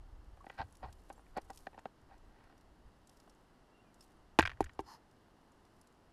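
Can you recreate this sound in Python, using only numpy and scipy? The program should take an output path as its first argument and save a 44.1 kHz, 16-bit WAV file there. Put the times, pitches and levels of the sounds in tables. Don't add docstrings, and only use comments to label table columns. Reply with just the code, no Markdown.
import sys
import numpy as np
from scipy import signal
from scipy.fft import rfft, irfft
from scipy.io import wavfile
from scipy.ndimage import uniform_filter1d

SR = 44100
rng = np.random.default_rng(int(sys.argv[2]) if len(sys.argv) > 2 else 0)


def volts_from_decibels(level):
    exponent = np.asarray(level, float) / 20
    return 10 ** exponent


def generate_wav(signal):
    frames = np.transpose(np.atleast_2d(signal))
    scaled = np.clip(frames, -1, 1) * 32767
    pcm = np.round(scaled).astype(np.int16)
    wavfile.write(sys.argv[1], SR, pcm)


N = 269892
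T = np.arange(N) / SR

# pitch_hz, relative_level_db, nominal_t60_s
SHAFT = [(585, -21.5, 0.025), (792.7, 5.5, 0.035), (890, 0.5, 0.034), (1031, -6.5, 0.024)]
# pitch_hz, relative_level_db, nominal_t60_s
THUD = [(272.5, -3.5, 0.032), (325, -1, 0.054), (391.6, -4.5, .052), (461, -4.5, 0.022)]
# pitch_hz, relative_level_db, nominal_t60_s
PICK = [(1147, -4.5, 0.017), (1488, -2.5, 0.012), (1595, 3, 0.021), (1795, 1.5, 0.014), (1900, 1.5, 0.016),
        (2234, -0.5, 0.014), (2430, -2, 0.014), (2540, -7.5, 0.014), (2787, -6, 0.01306), (3125, -7, 0.011),
        (4747, -18, .014)]
# start_s, shaft_db, thud_over_shaft_db, clack_over_shaft_db, contact_ms
BLOWS = [(4.3884, -13, -2, 1, 0.69), (4.3944, -14, -20, 1, .6), (4.399, -30, -17, 4, 0.51)]
# start_s, shaft_db, clack_over_shaft_db, sustain_factor, favoured_shaft_hz
BUMPS = [(4.6055, -17.5, -17.5, 0.82, 870), (4.7916, -27, -14.5, 1.44, 1023)]
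BUCKLE_HZ, CLIP_HZ, GATE_HZ = 5340, 7100, 10030
SHOE_PICK_HZ = 1740
BLOW_GRIT_DB = -12.0


def blows():
    return sum(knock(start_s, shaft_db, shaft_db + thud_db, shaft_db + clack_db,
                     shaft_db + clack_db + BLOW_GRIT_DB, ms, kind="clean", shaft_hz=1074, thud_hz=310)
               for start_s, shaft_db, thud_db, clack_db, ms in BLOWS)


def skitter():
    # start_s, clack_db, contact_ms, favoured_pick_hz
    skips = [(4.407, -20, 0.77, 2200), (4.4107, -34, 1.5, 1580), (4.4265, -20.5, 0.7, 2300),
             (4.4361, -28.5, .6, 2300), (4.453, -22.5, 0.61, 2300), (4.4558, -25, 1.2, 1500),
             (4.4592, -29, .8, 4600), (4.4751, -23.5, 0.87, 2010), (4.495, -33.5, 1.5, 1500),
             (4.501, -38, 2.5, 2200), (4.507, -48, 1.5, 1700), (4.516, -39, 2.1, 1500),
             (4.533, -51, 1.3, 1920), (4.572, -56, 1.8, 1690), (4.627, -44, 2.1, 1700),
             (4.642, -44.5, 1.3, 1510), (4.659, -50, 4.9, 1700), (4.667, -50, 3.3, 2100),
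             (4.694, -47, 3.7, 1910)]
    return sum(knock(start_s, db - 20.5, db - 33, db, db - 23, ms, pick_hz=hz, onset=0.15)
               for start_s, db, ms, hz in skips)


def flat_bumps():
    return sum(knock(start_s, shaft_db, shaft_db - 5, shaft_db + clack_db, shaft_db + clack_db + BLOW_GRIT_DB,
                     0.28, sustain=sustain, kind="flat", shaft_hz=hz, thud_hz=393)
               for start_s, shaft_db, clack_db, sustain, hz in BUMPS)


def mount_sway():
    # pitch_hz, relative_level_db, nominal_t60_s
    mount = [(53.4, -8, .3), (80.5, 0.5, 0.21), (122, -2.5, .12)]
    out = np.zeros(N)
    first_db = BLOWS[0][1]
    for start_s, shaft_db, *_ in BLOWS[:1] + BUMPS:
        sway = ring(mount, spread_db=1.5, sustain=volts_from_decibels(0.63 * (shaft_db - first_db)))
        add(out, start_s, sway, shaft_db - 18)
    return out


def shoe_taps():
    # start_s, shaft_db, clack_over_shaft_db, contact_ms
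    steps = [(.371, -54.5, -6, 3.2), (.442, -46.5, -12, 2.4), (0.466, -40.5, -7.5, 1.45),
             (.498, -44.5, 3, 2.1), (.827, -49.5, -12, 3), (1.100, -38.5, -7, 4.6), (1.12, -54.5, -20, 3.4),
             (1.178, -53, -11, 4.7), (1.193, -51.5, -6.5, 2.8), (1.264, -63, 5, 4.2),
             (1.368, -30.5, -17, 3.1), (1.379, -29.5, -14.5, 2.5), (1.498, -40, -8, 5.8),
             (1.668, -35.5, -2.5, 2.4), (1.73, -56, -6, 3.2), (1.743, -51.5, -6, 3),
             (1.777, -40.5, -10, 1.7), (1.786, -50, 1.5, 4.7), (1.855, -30.5, -11, 2.17),
             (3.275, -56, -6, 3.1)]
    return sum(knock(start_s, shaft_db, shaft_db - 8.5, shaft_db + clack_db, shaft_db + clack_db - 19.5,
                     ms, pick_hz=SHOE_PICK_HZ)
               for start_s, shaft_db, clack_db, ms in steps)


def scuffs():
    # peak_s, rise_ms, fall_ms, shaft_db, clack_over_shaft_db
    drags = [(.52, 77, 110, -69.5, 2), (.586, 13, 15, -65, 11.5), (0.604, 20.4, 36.3, -40.5, -8),
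             (0.845, 26, 34.5, -44.5, -12), (.885, 19, 45, -61.5, -6.5), (1.374, 19, 22, -43.5, -7.5),
             (2.12, 31, 51, -62, -6.5), (2.43, 210, 170, -70, -2.5)]
    grains = rng.standard_normal(N) * volts_from_decibels(1.3 * rng.exponential(size=N)) * lumps(3.5, spread_db=4.5)
    pick_ring = ring(PICK, sustain=1.35, near_hz=SHOE_PICK_HZ, off_db=-22)
    shaft, thud, pick = [unit(signal.fftconvolve(grains, response)[:N])
                         for response in (ring(SHAFT), ring(THUD), pick_ring)]
    body = shaft + volts_from_decibels(-10.5) * thud
    tip = pick + volts_from_decibels(-12.5) * unit(band(grains, 4150, 5060))
    return sum(swell(peak_s, rise_ms, fall_ms, db, bend=1.6) * (body + volts_from_decibels(clack_db) * tip)
               for peak_s, rise_ms, fall_ms, db, clack_db in drags)


def glove():
    # peak_s, rise_ms, fall_ms, level_db
    slide = (4.92, 74, 60, -54.5)
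    # centre_hz, width_hz, relative_level_db
    grip = [(905, 205, 6), (1056, 170, 2.5), (1220, 57, -0.5), (1800, 230, -7), (2900, 330, -16),
            (4420, 410, -7.5), (5060, 450, -6.5), (6100, 400, -13.5), (6980, 430, -16),
            (10100, 5400, -24.5)]
    rub = rng.standard_normal(N) * lumps(1.7, spread_db=2.0)
    rung = sum(volts_from_decibels(db) * band(rub, hz - width / 2, hz + width / 2) for hz, width, db in grip)
    return swell(*slide, bend=2.6) * unit(rung)


def dry_ticks():
    # start_s, peak_db, brightest_hz
    ticks = [(0.7247, -50, GATE_HZ), (0.752, -51.5, BUCKLE_HZ), (.769, -51.5, GATE_HZ),
             (0.9262, -50.5, BUCKLE_HZ), (0.996, -63, BUCKLE_HZ), (1.094, -57, CLIP_HZ),
             (1.126, -52.5, GATE_HZ), (1.372, -47, BUCKLE_HZ), (1.416, -56.5, BUCKLE_HZ),
             (1.502, -45.5, BUCKLE_HZ), (1.532, -56, BUCKLE_HZ), (1.547, -59, CLIP_HZ),
             (1.559, -51, GATE_HZ), (1.574, -45, BUCKLE_HZ), (1.792, -58.5, CLIP_HZ),
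             (2.015, -66, BUCKLE_HZ), (2.18, -63, BUCKLE_HZ), (2.439, -67, BUCKLE_HZ),
             (2.579, -61, BUCKLE_HZ), (2.61, -61.5, BUCKLE_HZ), (3.0724, -55, CLIP_HZ),
             (3.094, -54.5, BUCKLE_HZ), (3.1713, -59, BUCKLE_HZ), (3.2, -54.5, BUCKLE_HZ),
             (3.296, -54.5, BUCKLE_HZ), (3.3484, -65, CLIP_HZ), (3.943, -52.5, CLIP_HZ),
             (4.0086, -47.5, BUCKLE_HZ), (4.0243, -56, BUCKLE_HZ), (4.118, -64, BUCKLE_HZ),
             (4.418, -45, CLIP_HZ), (4.4707, -45, CLIP_HZ), (4.642, -44, CLIP_HZ), (4.607, -37, GATE_HZ),
             (4.616, -47.5, CLIP_HZ), (4.624, -65, GATE_HZ), (4.734, -62, CLIP_HZ), (4.749, -68, GATE_HZ),
             (4.794, -50.5, GATE_HZ), (4.8, -55, GATE_HZ), (4.805, -51, CLIP_HZ), (5.1126, -64, BUCKLE_HZ),
             (5.5192, -62, CLIP_HZ), (5.651, -61.5, BUCKLE_HZ), (5.813, -53, GATE_HZ),
             (5.872, -56.5, CLIP_HZ), (5.925, -60.5, CLIP_HZ)]
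    out = np.zeros(N)
    for start_s, db, hz in ticks:
        force = contact(6.4, rough=3.3, swell=0.14)
        broad = band(force, 0.5 * hz, 10500)
        bright = band(force, 0.9 * hz, 1.1 * hz)
        add(out, start_s, broad + volts_from_decibels(-1.5) * bright, db)
    return out


def thin_tones():
    # start_s, peak_db, pitch_hz, nominal_t60_s
    tones = [(0.404, -53, 1125, 0.086), (1.128, -74, 10800, .08), (1.157, -73, 7460, 0.1),
             (1.180, -73, 9350, 0.11), (1.200, -70, 9330, 0.067), (3.297, -65.5, 5480, 0.043),
             (4.006, -56, 5330, 0.026), (4.165, -80, 9300, 0.052)]
    out = np.zeros(N)
    for start_s, db, hz, t60 in tones:
        add(out, start_s, signal.fftconvolve(contact(5.1, rough=1.2), ring([(hz, 0, t60)])), db)
    return out


def cloth():
    # peak_s, rise_ms, fall_ms, level_db
    rustles = [(.52, 310, 1300, -80), (1.05, 370, 720, -85.5), (1.6, 150, 84, -69.5),
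               (3.13, 130, 360, -80.5), (4.04, 64, 80, -72), (5.8, 800, 300, -88)]
    grains = rng.standard_normal(N) * lumps(3.5, spread_db=4.5)
    moving = volts_from_decibels(-95) + sum(swell(*row, bend=0.86) for row in rustles)
    return moving * unit(band(grains, 3320, 12546))


def rumble():
    # time_s, level_db of the deep part before gusting
    wind_curve = [(0, -55), (.31, -55), (.54, -69), (.78, -64.5), (1.7, -62.5), (1.94, -77), (2.06, -63.5),
                  (2.81, -67.5), (3.77, -75.5), (4.33, -65.5), (4.91, -77.5), (6.12, -74)]
    # peak_s, fade_ms, thump_db before gusting, sway_over_thump_db
    jolt_rows = [(0.608, 64, -44, -23), (.85, 93, -50.5, -0.5), (2.861, 52, -64.5, 6),
                 (4.43, 170, -42, -10), (4.631, 58, -48, 4), (4.79, 140, -63.5, -10)]
    deep = coloured([(10, -4.5), (25, 1), (50, -0.5), (80, -32.5), (200, -69.5)])
    thump = coloured([(30, -22.0), (64, 11.0), (100, 4.0), (160, -9), (300, -42.5), (600, -124)])
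    wind = curve_gain(wind_curve, 1) * (deep + volts_from_decibels(-6.5) * thump)
    jolts = sum(swell(peak_s, 25, fade_ms, db, bend=1.1) * (thump + volts_from_decibels(sway_db) * deep)
                for peak_s, fade_ms, db, sway_db in jolt_rows)
    return lumps(66.0, spread_db=-1.5) * (wind + jolts)


def bird():
    # time_s, pitch_hz, level_db
    call = [(3.70, 2620, -94), (3.73, 2740, -84), (3.755, 2790, -74), (3.785, 2700, -85),
            (3.805, 2780, -77), (3.825, 2760, -94), (3.845, 2490, -89), (3.87, 2430, -85),
            (3.92, 2330, -90)]
    time_s, hz, _ = np.transpose(call)
    waver = 1 + 0.25 * unit(uniform_filter1d(rng.standard_normal(N), 700))
    whistle = np.sin(2 * np.pi * np.cumsum(np.interp(T, time_s, hz)) / SR)
    return np.sqrt(2) * curve_gain(call, 2) * waver * whistle


def valley():
    # pitch_hz, relative_level_db
    colour = [(30, -10), (80, 1), (300, 3), (500, -3.5), (850, -2.5), (1300, -7.5), (2000, -13.5),
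              (2450, -21.5), (2800, -14.5), (3500, -21), (4500, -20.5), (5300, -22), (6300, -26.5),
              (12600, -31.5), (13100, -50.5)]
    return volts_from_decibels(-67) * coloured(colour)


def knock(start_s, shaft_db, thud_db, pick_db, grit_db, ms, sustain=0.85, kind="rough",
          shaft_hz=None, thud_hz=None, pick_hz=None, onset=0.86):
    out = np.zeros(N)
    flat = kind == "flat"
    blow = contact(ms, rough=4.87, swell=onset)
    chatter = contact(ms + (9.6 if flat else 3.5), rough=3.3, swell=0.4)
    weight = blow if kind == "rough" else push(ms)
    if flat:
        weight = band(weight, 225, 1380)
    shaft = ring(SHAFT, spread_db=2.5, sustain=sustain, near_hz=shaft_hz, off_db=-61.5)
    thud = ring(THUD, spread_db=1.5, sustain=sustain, near_hz=thud_hz, off_db=-61.5)
    pick = ring(PICK, spread_db=5.5, near_hz=pick_hz)
    way = -1 if flat else 1
    add(out, start_s, way * signal.fftconvolve(weight, shaft), shaft_db)
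    add(out, start_s, signal.fftconvolve(weight, thud), thud_db)
    add(out, start_s, signal.fftconvolve(blow + volts_from_decibels(-3.0) * chatter, pick), pick_db)
    add(out, start_s, grit(chatter + volts_from_decibels(-5.0) * blow), grit_db)
    return out


def ring(modes, spread_db=0.0, sustain=0.86, near_hz=None, off_db=-17.5):
    hz, db, t60 = np.transpose(modes)[:, :, None]
    t = np.arange(int(SR * max(t60.max(), 0.1))) / SR
    db = db + spread_db * rng.standard_normal(hz.shape)
    if near_hz:
        db = db + off_db * np.log2(hz / near_hz) ** 2
    decay = np.exp(-np.log(1000) * t / np.maximum(sustain * t60, 0.003))
    rung = np.sum(volts_from_decibels(db) * np.sin(2 * np.pi * hz * t) * decay, axis=0)
    return band(rung, 0.71 * hz.min(), 1.28 * hz.max())


def contact(ms, rough, swell=0.95):
    u = np.arange(1, 2049) / (SR * max(ms, 0.2) / 1000)
    grains = rng.standard_normal(2048) * volts_from_decibels(rough * rng.exponential(size=2048))
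    return unit(grains * u ** swell * np.exp(-u * 2))


def push(ms):
    u = np.arange(2048) / (SR * ms / 1000)
    return unit(np.sin(np.pi * np.minimum(u, 1)) ** 2)


def grit(grains):
    return band(grains, 4000, 7290) + volts_from_decibels(-11.5) * band(grains, 6400, 10966)


def lumps(ms, spread_db):
    k = int(SR * ms / 1000)
    held = rng.standard_normal(N)[np.arange(N) // k]
    return volts_from_decibels(spread_db * uniform_filter1d(held, k))


def swell(peak_s, rise_ms, fall_ms, db, bend):
    u = np.abs(T - peak_s) * 1000 / np.where(T < peak_s, rise_ms, fall_ms)
    return volts_from_decibels(db - np.minimum(20 * u ** bend, 200))


def curve_gain(rows, col):
    rows = np.array(rows)
    return volts_from_decibels(np.interp(T, rows[:, 0], rows[:, col], left=-150, right=-150))


def coloured(points):
    hz, db = np.transpose(points)
    f = np.maximum(np.fft.rfftfreq(N, 1 / SR), 1)
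    shape = volts_from_decibels(np.interp(np.log(f), np.log(hz), db))
    return unit(irfft(rfft(rng.standard_normal(N)) * shape, N))


def band(x, lo_hz, hi_hz):
    edges = np.clip([lo_hz, hi_hz], 20, 15000)
    return signal.sosfilt(signal.butter(2, edges, "bandpass", fs=SR, output="sos"), x)


def unit(x):
    return x / np.sqrt(np.mean(x ** 2))


def add(out, start_s, sound, peak_db):
    i = int(start_s * SR)
    sound = sound[:N - i]
    out[i:i + len(sound)] += sound * volts_from_decibels(peak_db) / np.abs(sound).max()


def scene():
    second_tool = blows() + skitter() + flat_bumps() + mount_sway()
    climber = shoe_taps() + scuffs() + glove() + cloth()
    small_sounds = dry_ticks() + thin_tones()
    surroundings = rumble() + bird() + valley()
    return (second_tool + climber + small_sounds + surroundings)[None]


def top_cut(x):
    return signal.sosfilt(signal.butter(12, 15730, fs=SR, output="sos"), x)


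def record(dry):
    dull = signal.sosfilt(signal.butter(4, 13800, fs=SR, output="sos"), dry)
    return top_cut(dull)


dry = scene()
out = record(dry)
generate_wav(out)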